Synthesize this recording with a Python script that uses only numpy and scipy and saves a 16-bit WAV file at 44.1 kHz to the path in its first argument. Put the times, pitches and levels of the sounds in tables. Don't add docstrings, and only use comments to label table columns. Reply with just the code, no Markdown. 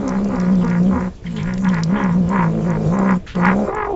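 import sys
import numpy as np
from scipy import signal
from scipy.fft import rfft, irfft, next_fast_len
from scipy.io import wavfile

SR = 44100
rng = np.random.default_rng(int(sys.argv[2]) if len(sys.argv) > 2 else 0)


def decibels_to_gain(level_db):
    exponent = np.asarray(level_db, float) / 20
    return 10 ** exponent


def persist_wave(psi):
    counts = np.round(np.clip(psi, -1, 1) * 32767).astype(np.int16)
    wavfile.write(sys.argv[1], SR, np.atleast_2d(counts).T)


N = 174195

# time in seconds, hum pitch in Hz, hum level in
# dB, throat pulse level in dB.
GROWL_CONTOUR = [
    (0, 211.2, -21, -26.5),
    (.11, 188.1, -19, -30),
    (.26, 205, -19, -28.5),
    (.4, 180.3, -18.5, -30),
    (.52, 190, -15.5, -30.5),
    (.6, 180.5, -15.5, -31),
    (.76, 173.8, -15, -33),
    (.87, 190.7, -14, -28),
    (1.07, 181, -23.5, -33),
                 (1.239, 175.9, -27, -49.5),
    (1.351, 166.9, -21, -44),
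    (1.421, 152.2, -17.5, -38.5),
    (1.489, 186.7, -21.5, -36),
    (1.611, 187.3, -20.5, -38.5),
    (1.68, 183.2, -15, -34),
    (1.791, 164.7, -19, -34.5),
    (1.87, 162.7, -17, -36),
    (1.95, 202.7, -15, -26.5),
                 (2.0, 207, -20, -25.5),
    (2.06, 187.5, -15.5, -29),
    (2.118, 166.7, -16.5, -37.5),
    (2.193, 184.9, -15, -28.5),
    (2.257, 169.1, -16, -33.5),
    (2.328, 200.4, -17.5, -25),
    (2.421, 171.3, -16, -29),
    (2.498, 160.3, -17, -27.5),
    (2.599, 159.2, -16, -26.5),
                 (2.672, 179.1, -17.5, -25),
    (2.733, 158.4, -16.5, -28),
    (2.881, 156, -17, -25.5),
    (2.96, 200.1, -18, -28),
    (3.032, 197.6, -17, -23.5),
    (3.118, 187.2, -14, -27.5),
    (3.167, 181.8, -16.5, -33.5),
                 (3.35, 191.6, -20.5, -26.5),
    (3.42, 173.9, -16.5, -27.5),
    (3.501, 184.2, -16.5, -25),
    (3.572, 201.8, -17, -23.5),
    (3.64, 200.2, -18, -23.5),
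    (3.687, 203, -46, -22),
]
# start in seconds, end in seconds.
BREATHS = [
    (-.1, 1.085),
    (1.24, 3.17),
    (3.345, 3.69),
]
# time in seconds, pulse rate in Hz, first partial in dB, second partial in dB.
YOWL = [
    (3.63, 300, -56.5, -63),
    (3.69, 367.7, -22, -29.5),
    (3.745, 426.6, -52, -21),
    (3.8, 424.2, -32, -27.5),
    (3.86, 401.7, -27.5, -27),
    (3.905, 406, -24, -21.5),
    (3.96, 355, -18, -29.5),
]
# widest moment in seconds, opening in seconds, closing in seconds, level in dB,
# upper resonances in dB.
CHEWS = [(0.059, 0.068, 0.07, -36, -16), (0.139, 0.077, 0.085, -33.5, -5.5),
         (0.342, 0.057, 0.047, -36, -24), (.42, 0.14, 0.15, -36.5, -4), (0.636, 0.034, 0.054, -33.5, -16),
         (0.728, 0.082, 0.086, -35.5, 2.5), (0.951, 0.055, 0.057, -29.5, -16.5),
         (1.021, 0.075, 0.084, -36.5, -2), (1.389, 0.051, 0.086, -40, -0.5),
         (1.49, 0.061, 0.08, -40.5, 7.5), (1.662, 0.037, 0.042, -32.5, -1), (1.771, 0.1, 0.074, -30.5, 0.5),
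         (2.001, 0.11, 0.17, -28.5, -2.5), (2.402, 0.11, 0.093, -23.5, -3), (2.733, 0.094, 0.062, -32, -3),
         (2.98, 0.082, 0.078, -28, -10.5), (3.109, 0.091, 0.055, -23, -7),
         (3.38, 0.086, 0.062, -32.5, -7.5), (3.479, 0.081, 0.07, -17, -2.5), (3.822, 0.15, 0.077, -20, -1)]
# frequency in Hz, width in Hz, level in dB.
THROAT = [(341, 37.4, 4), (438.3, 37, 0.5), (527.7, 53.4, 3), (697, 64, -6), (793.5, 153, -14),
          (1115, 395, -20), (2380, 120, -27)]
MOUTH_SIDES = [(850.6, 45, 5.5), (1159, 89, 4), (1194, 405, -10)]
MOUTH_MIDDLE = [(933, 35.3, 0), (1050, 58, 0)]
MOUTH_UPPER = [(1430, 39.7, 0.5), (1677, 62, 0), (1879, 124, -3.5), (2108, 424, -10.5)]
PHARYNX = [(552, 79, 0), (700, 50, 0), (800, 50, -1)]
# time in seconds, side resonances in dB, middle resonances in dB.
TONGUE = [
    (0, -1, -4),
    (1.1, -2, -1.5),
    (1.4, -6.5, -3),
    (2.0, -2.5, -0.5),
    (2.35, -3, 2.5),
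    (3.1, -4, -2),
    (3.45, -3.5, -6),
    (3.95, 5, 8.5),
]
# centre in seconds, half width in seconds, depth in dB.
FLIPS = [
    (0.073, 0.043, 10.5),
    (0.343, 0.025, 12.5),
    (.65, 0.02, 11),
    (0.971, 0.026, 13),
    (1.369, 0.058, 7.5),
    (1.999, 0.044, 5),
    (2.57, 0.068, 7.5),
    (2.8, 0.057, 7),
]
# centre in seconds, half width in seconds, gain in dB.
SAGS = [
    (1.53, 0.075, 11),
    (2.8, .08, 2),
]
# centre in seconds, half width in seconds, level in dB.
GULPS = [
    (2.98, 0.082, -37),
    (3.6, 0.049, -29.5),
    (3.68, 0.017, -44),
]
MOUTH_PATTERN_DB = [0, -1, -7, -10]
THROAT_PATTERN_DB = [0, -1, -8]
# time in seconds, peak level in dB, pitch in Hz.
SMACKS = [(0.0782, -21, 6340), (0.091, -23, 5900), (0.244, -28.5, 5530), (0.2857, -32.5, 6470),
          (0.3566, -30, 5020), (0.399, -22, 5660), (.413, -29.5, 4840), (.5536, -33, 5370),
          (0.6456, -28, 5900), (.6774, -30, 4770), (0.6986, -27.5, 5570), (0.8305, -33, 5000),
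          (1.0056, -32.5, 5500), (1.064, -41, 1730), (1.363, -26, 2483), (1.43, -25.5, 6000),
          (1.5368, -22.5, 5493), (1.578, -22, 2430), (1.6444, -25, 3107), (1.6881, -24, 5750),
          (1.7416, -24, 4648), (1.8333, -12, 5000), (1.841, -31.5, 5000), (2.038, -27.5, 5868),
          (2.2901, -25.5, 7267), (2.703, -27.5, 6484), (2.9881, -25.5, 7247), (3.1077, -30, 6708),
          (3.2674, -41, 2987), (3.352, -24, 3009), (3.4535, -21.5, 4518), (3.471, -33, 5500),
          (3.487, -37.5, 5072), (3.747, -28.5, 7210), (3.7641, -53, 3070)]
# start in seconds, length in seconds, level in dB, centre in Hz, width in Hz.
GASPS = [(.612, .025, -44, 2900, 600), (.858, .035, -46, 3050, 500), (1.24, .03, -43, 1800, 500),
         (1.262, .025, -45, 3150, 400), (1.266, 0.02, -35, 2080, 400), (1.366, 0.065, -39, 3200, 1000),
         (1.38, .06, -39.5, 2200, 500), (1.683, 0.025, -39, 3250, 600), (1.96, .09, -43, 3150, 500),
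         (3.264, 0.055, -51.5, 6500, 1500), (3.265, 0.089, -40, 1500, 900), (3.27, 0.076, -38, 2800, 1800),
         (3.564, .07, -54.5, 7000, 899)]
# start in seconds, level in dB, pitch in Hz, 60 dB decay in seconds.
THUDS = [
    (0.931, -15.5, 80, 0.36),
    (2.242, -16.5, 76.65, 0.21),
]
# frequency in Hz, level in dB per Hz.
ROOM = [(20, 4), (45, -1.5), (94, -5.5), (400, -19), (1200, -37), (2600, -37.5), (6000, -44.5),
        (8500, -51.5)]
# time in seconds, peak level in dB.
TICKS = [
    (0.0024, -84),
    (1.063, -56),
    (1.363, -57),
    (1.8327, -58.5),
    (1.8393, -42.5),
    (1.8504, -57),
    (2.421, -41),
    (3.1166, -54.5),
    (3.443, -57.5),
    (3.4845, -53.5),
]


def in_time(rows):
    s, *columns = np.transpose(rows)
    return [np.interp(np.arange(N) / SR, s, column) for column in columns]


def bumps(rows):
    t = np.arange(N) / SR
    return sum(height * np.exp(-((t - s) / half) ** 2) for s, half, height in rows)


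def rms_one(x):
    return x / np.sqrt(np.mean(x ** 2) + 1e-20)


def drift(rate):
    r = np.exp(-80 * np.pi * rate / SR)
    noise = rng.standard_normal(N // 40 + 2002)
    slow = signal.lfilter([1], [1, -2 * r, r * r], noise)[2000:]
    return np.interp(np.arange(N) / 40, np.arange(len(slow)), rms_one(slow))


def peak(x, hz, width):
    r = np.exp(-np.pi * width / SR)
    poles = [1, -2 * r * np.cos(2 * np.pi * hz / SR), r * r]
    return signal.lfilter([(1 - r * r) / 2, 0, (r * r - 1) / 2], poles, x + 1e-18)


def tract(x, resonances):
    out = 0
    for k, (hz, width, db) in enumerate(resonances):
        ring = peak(peak(x, hz, 2 * width), hz, 2 * width)
        out = out + (-1) ** k * decibels_to_gain(db) * ring
    return rms_one(out)


def pulses(cycles, strength, shimmer_db, rasp):
    whole = np.floor(cycles).astype(int)
    uneven = decibels_to_gain(shimmer_db * rng.uniform(-1.7, 1.7, 2000))
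    size = strength * uneven[np.clip(whole, 0, 1999)]
    click = np.diff(np.maximum.accumulate(whole), prepend=whole[0]) > 0
    puff = np.exp(-1.2 * (cycles - whole)) * rng.standard_normal(N)
    mixed = (1 - rasp) * rms_one(size * click) + rasp * rms_one(size * puff)
    return signal.sosfilt(signal.butter(4, 4170, fs=SR, output="sos"), mixed)


def mouth():
    t = np.arange(N) / SR
    low, high = decibels_to_gain(-50), decibels_to_gain(-54)
    for s, opening, closing, db, upper_db in CHEWS:
        away = np.where(t < s, (s - t) / opening, (t - s) / closing)
        gape = decibels_to_gain(db - 18 * away ** 3)
        low = low + gape
        high = high + gape * decibels_to_gain(upper_db - 10.5 * away ** 2)
    return low, high


def voiced(low, source, throat_db, jaw):
    sides_db, middle_db = in_time(TONGUE)
    lower = decibels_to_gain(sides_db) * tract(source, MOUTH_SIDES) + decibels_to_gain(middle_db) * tract(source, MOUTH_MIDDLE)
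    throat = decibels_to_gain(throat_db) * tract(low, THROAT)
    return throat + jaw[0] * lower + jaw[1] * tract(source, MOUTH_UPPER)


def voice_on():
    t = np.arange(N) / SR
    onset_s, release_s = .016, .014
    gate = 0
    for start, end in BREATHS:
        gate = gate + np.clip((t - start) / onset_s, 0, 1) * np.exp(-np.maximum(t - end, 0) / release_s)
    return gate


def growl_pulses(cycles, pattern_db):
    shaky = cycles * len(pattern_db) / 3 + .05 * drift(120) + .3
    strength = decibels_to_gain(pattern_db)[np.floor(shaky).astype(int) % len(pattern_db)]
    return pulses(shaky, strength, shimmer_db=2, rasp=.3)


def hum_line(cycles, db, thirds):
    return np.sqrt(2) * decibels_to_gain(db + 1.8 * drift(30)) * np.sin(2 * np.pi * cycles * thirds / 3)


def growl(jaw):
    contour = GROWL_CONTOUR
    hz, hum_db, throat_db = in_time(contour)
    cycles = np.cumsum(hz * (1 + .022 * drift(25))) / SR
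    flip = bumps(FLIPS)
    hum = hum_line(cycles, hum_db - flip, 3)
    hum = hum + hum_line(cycles, hum_db - 16 + 1.3 * flip, 4)
    hum = hum + hum_line(cycles, hum_db - 20 + bumps(SAGS), 2)
    hum = hum + hum_line(cycles, hum_db - 27 + 1.3 * flip, 8)
    low = growl_pulses(cycles, THROAT_PATTERN_DB)
    source = -growl_pulses(cycles, MOUTH_PATTERN_DB)
    gulp = bumps([(s, half, decibels_to_gain(db)) for s, half, db in GULPS]) * tract(low, PHARYNX)
    return voice_on() * (hum + gulp + voiced(low, source, throat_db, jaw))


def breath():
    white = rng.standard_normal(N)
    hiss = 0
    for hz in np.geomspace(2500, 7400, 14):
        hiss = hiss + decibels_to_gain(5.5 * drift(9)) * rms_one(peak(white, hz, .06 * hz))
    return decibels_to_gain(-67.5) * voice_on() * hiss


def room_noise():
    edges = 20 * 2 ** np.arange(0, 9.1, .5)
    white = rng.standard_normal((2, N))
    room_hz, room_db = np.transpose(ROOM)
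    out = 0
    for k, (low, high) in enumerate(zip(edges, edges[1:])):
        band = signal.sosfilt(signal.butter(2, [low, high], "band", fs=SR, output="sos"), white[k % 2])
        db = np.interp(np.log(low * high) / 2, np.log(room_hz), room_db)
        out = out + decibels_to_gain(db + 2.8 * drift(13)) * band
    return decibels_to_gain(-33.5) * rms_one(out)


def smacks():
    out, t = np.zeros(N + SR), np.arange(SR // 8) / SR
    rise_s, crack_t60_s, core_s = .003, .024, .0064
    for s, db, hz in SMACKS:
        noise = rng.standard_normal((2, len(t)))
        i = int((s - rise_s / 2) * SR)
        crack = signal.lfilter([.5, -.5], [1, -.6], noise[0]) * decibels_to_gain(-60 * t / crack_t60_s)
        core = decibels_to_gain(-.5) * rms_one(peak(noise[1], hz, 900)) * decibels_to_gain(-20 * t / core_s)
        out[i:i + len(t)] += decibels_to_gain(db + .5) * (crack + core) * np.clip(t / rise_s, 0, 1) ** 2
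    return out[:N]


def gasps():
    out, t = np.zeros(N + SR), np.arange(SR // 8) / SR
    for s, length, db, hz, width in GASPS:
        grit = rng.random(len(t)) < 700 / SR
        noise = rng.standard_normal(len(t)) * (.27 + grit)
        i = int(s * SR)
        shape = np.clip(t / .00083, 0, 1) * decibels_to_gain(-12 * (t / length) ** 3)
        out[i:i + len(t)] += decibels_to_gain(db) * shape * rms_one(peak(peak(noise, hz, width), hz, width))
    return out[:N]


def basin():
    t = np.arange(N) / SR
    out = 0
    for s, db, hz, t60 in THUDS:
        envelope = decibels_to_gain(db - 60 * np.maximum(t - s, 0) / t60) * np.clip((t - s) / .02, 0, 1)
        out = out + envelope * np.sin(2 * np.pi * hz * (t - s))
    return out


def yowl(jaw):
    hz, first_db, second_db = in_time(YOWL)
    flutter = np.cumsum(55 * (1 + .2 * drift(21))) / SR
    chop = 1 + .65 * np.cos(2 * np.pi * flutter)
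    cycles = np.cumsum(hz * (1 + .02 * drift(50))) / SR + .045 * drift(150)
    clear = decibels_to_gain(first_db) * np.cos(2 * np.pi * cycles) + decibels_to_gain(second_db) * np.cos(4 * np.pi * cycles)
    source = -pulses(cycles, chop, shimmer_db=2.2, rasp=.24)
    yowl_jaw = [gain * decibels_to_gain(-10.5) for gain in jaw]
    on = np.clip((hz - 300) / 70, 0, 1)
    return on * (chop * clear + voiced(source, source, second_db - 6, yowl_jaw))


def kitchen(x):
    t60_s = .17
    size = next_fast_len(N + SR)
    w = 2 * np.pi * np.arange(size // 2 + 1) / size
    response = 0
    for k, lag in enumerate(rng.uniform(.011, .036, 8) * SR):
        loop = decibels_to_gain(-60 * lag / SR / t60_s) * np.exp(-1j * w * lag)
        response = response + (-1) ** k * loop / (1 - loop)
    return irfft(rfft(x, size) * response, size)[:N]


def scene():
    jaw = mouth()
    cat = growl(jaw) + smacks() + gasps() + yowl(jaw)
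    return (cat + decibels_to_gain(-24) * kitchen(cat) + breath() + room_noise() + basin())[None]


def low_pass(x):
    return signal.sosfilt(signal.butter(12, 15100, fs=SR, output="sos"), x)


def record(dry):
    edge = signal.ellip(7, .5, 26, 7650, fs=SR, output="sos")
    shelf = signal.cheby2(12, 65, 9200, fs=SR, output="sos")
    cut = signal.sosfilt(np.vstack([edge, shelf]), dry)
    ticks = np.zeros(N)
    for s, db in TICKS:
        ticks[int(s * SR)] = decibels_to_gain(db + 1)
    return low_pass(cut + np.diff(ticks, prepend=0))


dry = scene()
out = record(dry)
persist_wave(out)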